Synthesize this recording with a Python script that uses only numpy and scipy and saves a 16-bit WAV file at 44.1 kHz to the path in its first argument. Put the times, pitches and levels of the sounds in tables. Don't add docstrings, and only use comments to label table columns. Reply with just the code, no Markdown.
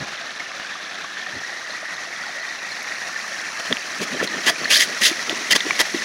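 import sys
import numpy as np
from scipy import signal
from scipy.fft import rfft, irfft
from scipy.io import wavfile

SR = 44100
rng = np.random.default_rng(int(sys.argv[2]) if len(sys.argv) > 2 else 0)


def to_wav(sig):
    pcm = np.clip(np.atleast_2d(sig), -1, 1) * 32767
    pcm = np.round(pcm).astype(np.int16)
    wavfile.write(sys.argv[1], SR, pcm.T)


N = 266364
TIME = np.arange(N) / SR


def from_db(db):
    return 10 ** (np.asarray(db) / 20)


def rms_one(x):
    return x / np.sqrt(np.mean(x ** 2) + 1e-20)


def butter(x, kind, hz, order):
    return signal.sosfilt(signal.butter(order, hz, kind, fs=SR, output="sos"), x)


def coloured(x, spectrum):
    hz, db = np.transpose(spectrum)
    grid = np.linspace(1, SR / 2, 2049)
    cepstrum = irfft(np.log(from_db(np.interp(np.log(grid), np.log(hz), db))))
    cepstrum[1:len(grid) - 1] *= 2
    cepstrum[len(grid):] = 0
    impulse = irfft(np.exp(rfft(cepstrum)))
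    return rms_one(signal.fftconvolve(x, impulse)[:N])


def bell(x, hz, width_hz, db, block=256):
    hz, db = hz + np.zeros(N), db + np.zeros(N)
    out, state = np.zeros(N), np.zeros(2)
    for i in range(0, N, block):
        w, gain = 2 * np.pi * min(hz[i], SR / 2.2) / SR, from_db(db[i] / 2)
        damping = np.sin(w) * width_hz / (2 * hz[i])
        b = [1 + damping * gain, -2 * np.cos(w), 1 - damping * gain]
        a = [1 + damping / gain, -2 * np.cos(w), 1 - damping / gain]
        out[i:i + block], state = signal.lfilter(b, a, x[i:i + block], zi=state)
    return out


def automation(rows):
    times, *columns = np.transpose(rows)
    return [np.interp(TIME, times, column) for column in columns]


def drift(per_s):
    knots = rng.standard_normal(8000)
    return rms_one(np.interp(TIME * per_s, np.arange(len(knots)), knots))


def swell(middle_s, length_s, squareness):
    out, near = np.zeros(N), np.abs(TIME - middle_s) < .3
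    distance = np.abs(2 * (TIME[near] - middle_s) / length_s)
    out[near] = 1 / np.sqrt(1 + distance ** (2 * squareness))
    return out


def clicks(per_s, spread_db):
    sizes = from_db(spread_db * np.minimum(rng.exponential(1, N), 4.5))
    signs = rng.choice([-1, 1], N)
    return sizes * signs * (rng.random(N) < per_s / SR)


def bubbling(per_s, spread_db, cycles, low_hz, high_hz, pitches=40):
    births, out = clicks(per_s, spread_db), np.zeros(N)
    born = np.flatnonzero(births)
    pitch_index = (rng.random(N)[born] ** .7 * pitches).astype(int)
    for k, hz in enumerate(np.geomspace(low_hz, high_hz, pitches)):
        decay = np.exp(-np.log(1000) * hz / (cycles * SR))
        w = 2 * np.pi * hz / SR
        kicks = np.zeros(N)
        kicks[::50] = 1e-15
        starts = born[pitch_index == k]
        kicks[starts] = births[starts]
        ringing = signal.lfilter([1, 0, -1], [1, -2 * decay * np.cos(w), decay * decay], kicks)
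        out += np.sqrt(hz) * rms_one(ringing)
    return rms_one(out)


def pops(rows, rise, attack_s):
    out, t = np.zeros(N), TIME[:SR // 10]
    for start_s, db, hz, t60_s in rows:
        phase = 2 * np.pi * hz * (t + rise * t * np.minimum(t / t60_s, 2) / 2)
        envelope = np.exp(-np.log(1000) * t / t60_s) * (1 - np.exp(-t / attack_s))
        pop = from_db(db) * np.sin(phase) * envelope
        at = round(start_s * SR)
        out[at:at + len(t)] += pop[:N - at]
    return out


# frequency_hz, level_db
INFLOW_EQ = [(30, -24), (90, -16), (200, -3), (450, -7), (690, 0), (920, -5.5), (1200, -0.5), (1700, 0),
             (2550, -1.5), (2950, -5.5), (4100, -3), (4900, -6), (5900, -1.5), (7200, -13), (15500, -28)]

def inflow():
    babble = bubbling(per_s=6500, spread_db=2.5, cycles=21, low_hz=302, high_hz=13990)
    plinks = bubbling(per_s=130, spread_db=1.0, cycles=73, low_hz=556, high_hz=4596, pitches=28)
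    rush = rng.standard_normal(N) * from_db(1.96 * drift(per_s=70))
    plops = bubbling(per_s=22, spread_db=0.5, cycles=52, low_hz=600, high_hz=3400, pitches=17)
    water = babble + from_db(2.5) * rush + from_db(-7.5) * plinks + from_db(-13) * plops
    water = coloured(water, INFLOW_EQ) * from_db(0.15 * drift(per_s=22.34))
    treble = butter(water, "high", hz=5200, order=1)
    level_db = -33 + 0.4876 * TIME
    treble_db = -5 + 2.08 * TIME
    return from_db(level_db) * (water + treble * (from_db(treble_db) - 1))


# time_s, centre_hz, band_db, shade_db
ARM_MOVES = [(0, 3700, 1, 1), (1.15, 3470, 4.5, -1), (1.45, 2680, -3.5, 0), (2.4, 2840, -3, -1),
             (3.3, 3540, -6, 0.36), (6.04, 3600, -0.5, -.5)]

def reaching_arm(stream):
    centre_hz, band_db, shade_db = automation(ARM_MOVES)
    return bell(stream * from_db(shade_db), centre_hz, width_hz=600, db=band_db)


# start_s, level_db, pitch_hz
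DRIP_HITS = [(.4025, -16.5, 2140), (0.648, -23, 1530), (0.754, -22, 1190), (.995, -28, 2600),
             (1.044, -21.5, 1130), (1.696, -26, 610), (1.705, -22, 4150), (1.828, -23, 640),
             (2.236, -19.5, 1430), (2.292, -24.5, 734), (2.717, -20, 4200), (3.243, -22.5, 1200)]

def drips():
    t60_s = 0.031
    return pops([(*drip, t60_s) for drip in DRIP_HITS], rise=.029, attack_s=0.00081)


# frequency_hz, level_db
BUMP_EQ = [(30, -30), (110, -2.5), (250, -3), (450, -7.5), (900, -21), (4000, -65)]
# middle_s, length_s, level_db
BUMP_HITS = [(0.018, .024, -32), (1.336, .03, -41.5), (1.369, 0.013, -36)]

def bumps():
    grip = sum(from_db(db) * swell(middle_s, length_s, squareness=1.75)
               for middle_s, length_s, db in BUMP_HITS)
    return grip * coloured(rng.standard_normal(N), BUMP_EQ)


# frequency_hz, level_db
SLOSH_EQ = [(30, -28), (90, -19), (170, -5), (330, 0), (580, 3.5), (850, -15), (1150, -7.5), (3000, -10.5),
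            (9000, -34)]
# middle_s, length_s, level_db, deep_mix_db
SHOVES = [(3.719, 0.027, -28.5, -4), (4.02, 0.035, -29, -8), (4.148, 0.039, -31.5, -3.5),
          (4.228, 0.038, -29, -6), (4.634, 0.046, -31.5, -16), (5.305, 0.048, -31, -20),
          (5.69, 0.061, -34, -12), (5.957, 0.037, -31.5, -12)]

def sloshes(slurp_cues):
    churn = bubbling(per_s=2600, spread_db=3.0, cycles=11, low_hz=201.5, high_hz=6950, pitches=22)
    churn = coloured(churn + from_db(-8) * rng.standard_normal(N), SLOSH_EQ)
    deep = bubbling(per_s=500, spread_db=1.5, cycles=8.4, low_hz=169, high_hz=265, pitches=6)
    wakes = [(middle_s, 1.37 * length_s, -29 + 0.46 * min(body_db, 0), -19)
             for middle_s, length_s, *_, body_db in slurp_cues]
    crowd_start_s, crowd_build_s = 3.53, 0.84
    crowd = np.clip((TIME - crowd_start_s) / crowd_build_s, 0, 1)
    lapping = crowd * from_db(-43 + 4.5 * drift(per_s=16))
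    churn_power, deep_power = lapping ** 2, (lapping * from_db(-12.5)) ** 2
    for middle_s, length_s, db, deep_db in [*SHOVES, *wakes]:
        shove = from_db(db) * swell(middle_s, length_s, squareness=3.4)
        churn_power += shove ** 2
        deep_power += (shove * from_db(deep_db)) ** 2
    return np.sqrt(churn_power) * churn + np.sqrt(deep_power) * deep


# start_s, relative_level_db, pitch_hz
GULP_HITS = [(3.713, -16, 425), (4.018, -17, 383), (4.148, -15, 630), (4.228, -7, 493), (4.494, -10, 950),
             (4.502, -9, 650), (5.113, -18.5, 327), (5.308, -16, 620), (5.326, -15.5, 387),
             (5.559, -9.5, 555), (5.665, -17.5, 400), (5.7068, -7, 1085), (5.801, -9.5, 496),
             (5.944, -11.5, 343)]

def gulps():
    ring_cycles = 10.6
    pockets = [(start_s, db, hz, ring_cycles / hz) for start_s, db, hz in GULP_HITS]
    plops = from_db(3.5) * pops(pockets, rise=0.16, attack_s=0.0013)
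    return butter(plops, "high", hz=170, order=2)


# start_s, relative_level_db, pitch_hz, t60_s
SMACKS_AND_TICK = [(0.599, -16, 1540, 0.0029), (1.772, -28.5, 2070, 0.0064), (2.828, -26, 11400, .003),
                   (3.7263, -6.5, 3400, 0.0069), (3.7263, -10.5, 2010, 0.0058),
                   (3.7694, -10.5, 2480, 0.0041), (4.2282, -12, 2380, .0035), (4.275, -16.5, 4070, 0.013),
                   (4.4693, -15, 1900, 0.0036), (4.645, -18, 4280, .016), (4.656, -15.5, 1750, .014),
                   (4.766, -7, 4500, 0.02), (4.824, -12, 2120, 0.013), (5.0197, -7, 2380, 0.0016),
                   (5.1933, -20, 1980, 0.01), (5.2959, -3, 3300, 0.0021), (5.532, -13.5, 1940, 0.023),
                   (5.6056, -11, 3540, 0.0069), (5.708, -9.5, 2280, 0.015)]

def smacks_and_tick(spit_eq):
    bursts = sum(from_db(db) * swell(start_s + .001, length_s=.002, squareness=2)
                 for start_s, db, *_ in SMACKS_AND_TICK)
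    spit = bursts * coloured(rng.standard_normal(N), spit_eq)
    ring = pops(SMACKS_AND_TICK, rise=0.11, attack_s=.0001)
    return from_db(5) * ring + from_db(-22.5) * spit


# frequency_hz, level_db
SPRAY_EQ = [(40, -16), (160, -44), (550, -3), (900, -6), (1700, -2.5), (2600, -4.5), (3400, -2), (5800, -2),
            (7200, -9.5), (10500, -10), (15500, -17.5)]
# middle_s, length_s, level_db, mouth_hz, glide_octaves_per_s, squeak_mix_db, body_mix_db
SLURP_CUES = [(4.027, 0.027, -28, 2370, -3, -7, -11), (4.207, 0.019, -23, 1600, -6.5, 17.5, 26.5),
              (4.241, 0.017, -27, 5540, -7, -17, -14), (4.483, 0.032, -14, 3120, 8.5, -8.5, 4.5),
              (4.719, 0.025, -12.5, 2750, 9, -4.5, -4.5), (4.757, 0.042, -12.5, 4220, 19.5, -2, -41),
              (4.814, 0.044, -14.5, 1980, 1.5, -12, -21), (5.021, 0.013, -21.5, 2030, -1.5, -12, 1),
              (5.061, 0.052, -12.5, 3840, -2.5, -11.5, -10.5), (5.52, 0.021, -12, 2970, -5.5, -8, 0.5),
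              (5.559, 0.013, -14, 3400, -6, -12, 3.5), (5.805, 0.02, -12.5, 1990, 0, -17, 4)]

def slurps():
    fizz = rms_one(clicks(per_s=2600, spread_db=4.3))
    crackle = rms_one(clicks(per_s=190, spread_db=0.3))
    froth = bubbling(per_s=2700, spread_db=2.0, cycles=25, low_hz=1600, high_hz=13540, pitches=32)
    spray = coloured(fizz + crackle + froth + from_db(-6) * rng.standard_normal(N), SPRAY_EQ)
    thin = butter(spray, "high", hz=1600, order=6)
    body = butter(spray, "low", hz=1450, order=3)
    flutter = rms_one(from_db(1.54 * np.clip(drift(per_s=380), -2, 1)))
    narrow = rms_one(butter(rng.standard_normal((2, N)), "low", hz=210, order=2))
    cavity = narrow[0] + 1j * narrow[1]
    out = np.zeros(N)
    for middle_s, length_s, db, mouth_hz, glide, squeak_db, body_db in SLURP_CUES:
        near = np.abs(TIME - middle_s) < .12
        hz = mouth_hz * 2 ** (glide * np.clip(TIME[near] - middle_s, -length_s / 2, length_s / 2))
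        squeak = np.real(cavity[near] * np.exp(2j * np.pi * np.cumsum(hz) / SR))
        suck = thin[near] + from_db(body_db) * body[near] + from_db(squeak_db) * squeak
        envelope = swell(middle_s, length_s, squareness=3.37)[near]
        out[near] += from_db(db) * envelope * rms_one(suck)
    return out * flutter


def pond_edge(x, t60_s, wet_db):
    t = TIME[:SR // 4]
    tail = rng.standard_normal(len(t)) * np.exp(-np.log(1000) * t / t60_s)
    return x + from_db(wet_db) * signal.fftconvolve(x, tail / np.linalg.norm(tail))[:N]


def scene():
    feeding = slurps() + sloshes(SLURP_CUES) + smacks_and_tick(SPRAY_EQ) + gulps()
    feeding = pond_edge(feeding, t60_s=0.018, wet_db=-8.5)
    water = reaching_arm(inflow()) + drips()
    return (feeding + water + bumps())[None]


# time_s, centre_hz, boost_db
NASAL_RING = [(0, 1760, 5), (1.1, 1740, 9), (1.45, 1896, 11), (2.4, 1883, 13.5), (3.5, 1792, 8),
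              (6.04, 1958, 9.5)]
# centre_hz, width_hz, gain_db
PORT_EQ = [(6000, 400, -1.5), (8310, 1660, -6), (9300, 1100, 2), (13660, 3700, -17.5)]

def record(dry):
    ring_hz, ring_db = automation(NASAL_RING)
    sound = bell(dry[0], ring_hz, width_hz=324, db=ring_db)
    for hz, width_hz, db in PORT_EQ:
        sound = bell(sound, hz, width_hz, db)
    sound = butter(sound, "high", hz=45, order=1)
    ceiling, cutoff_hz = .95, 15750
    rounded = ceiling * sound / (ceiling ** 4 + sound ** 4) ** .25
    top_cut = signal.ellip(12, .1, 80, cutoff_hz, fs=SR, output="sos")
    return signal.sosfilt(top_cut, rounded)[None]


dry = scene()
out = record(dry)
to_wav(out)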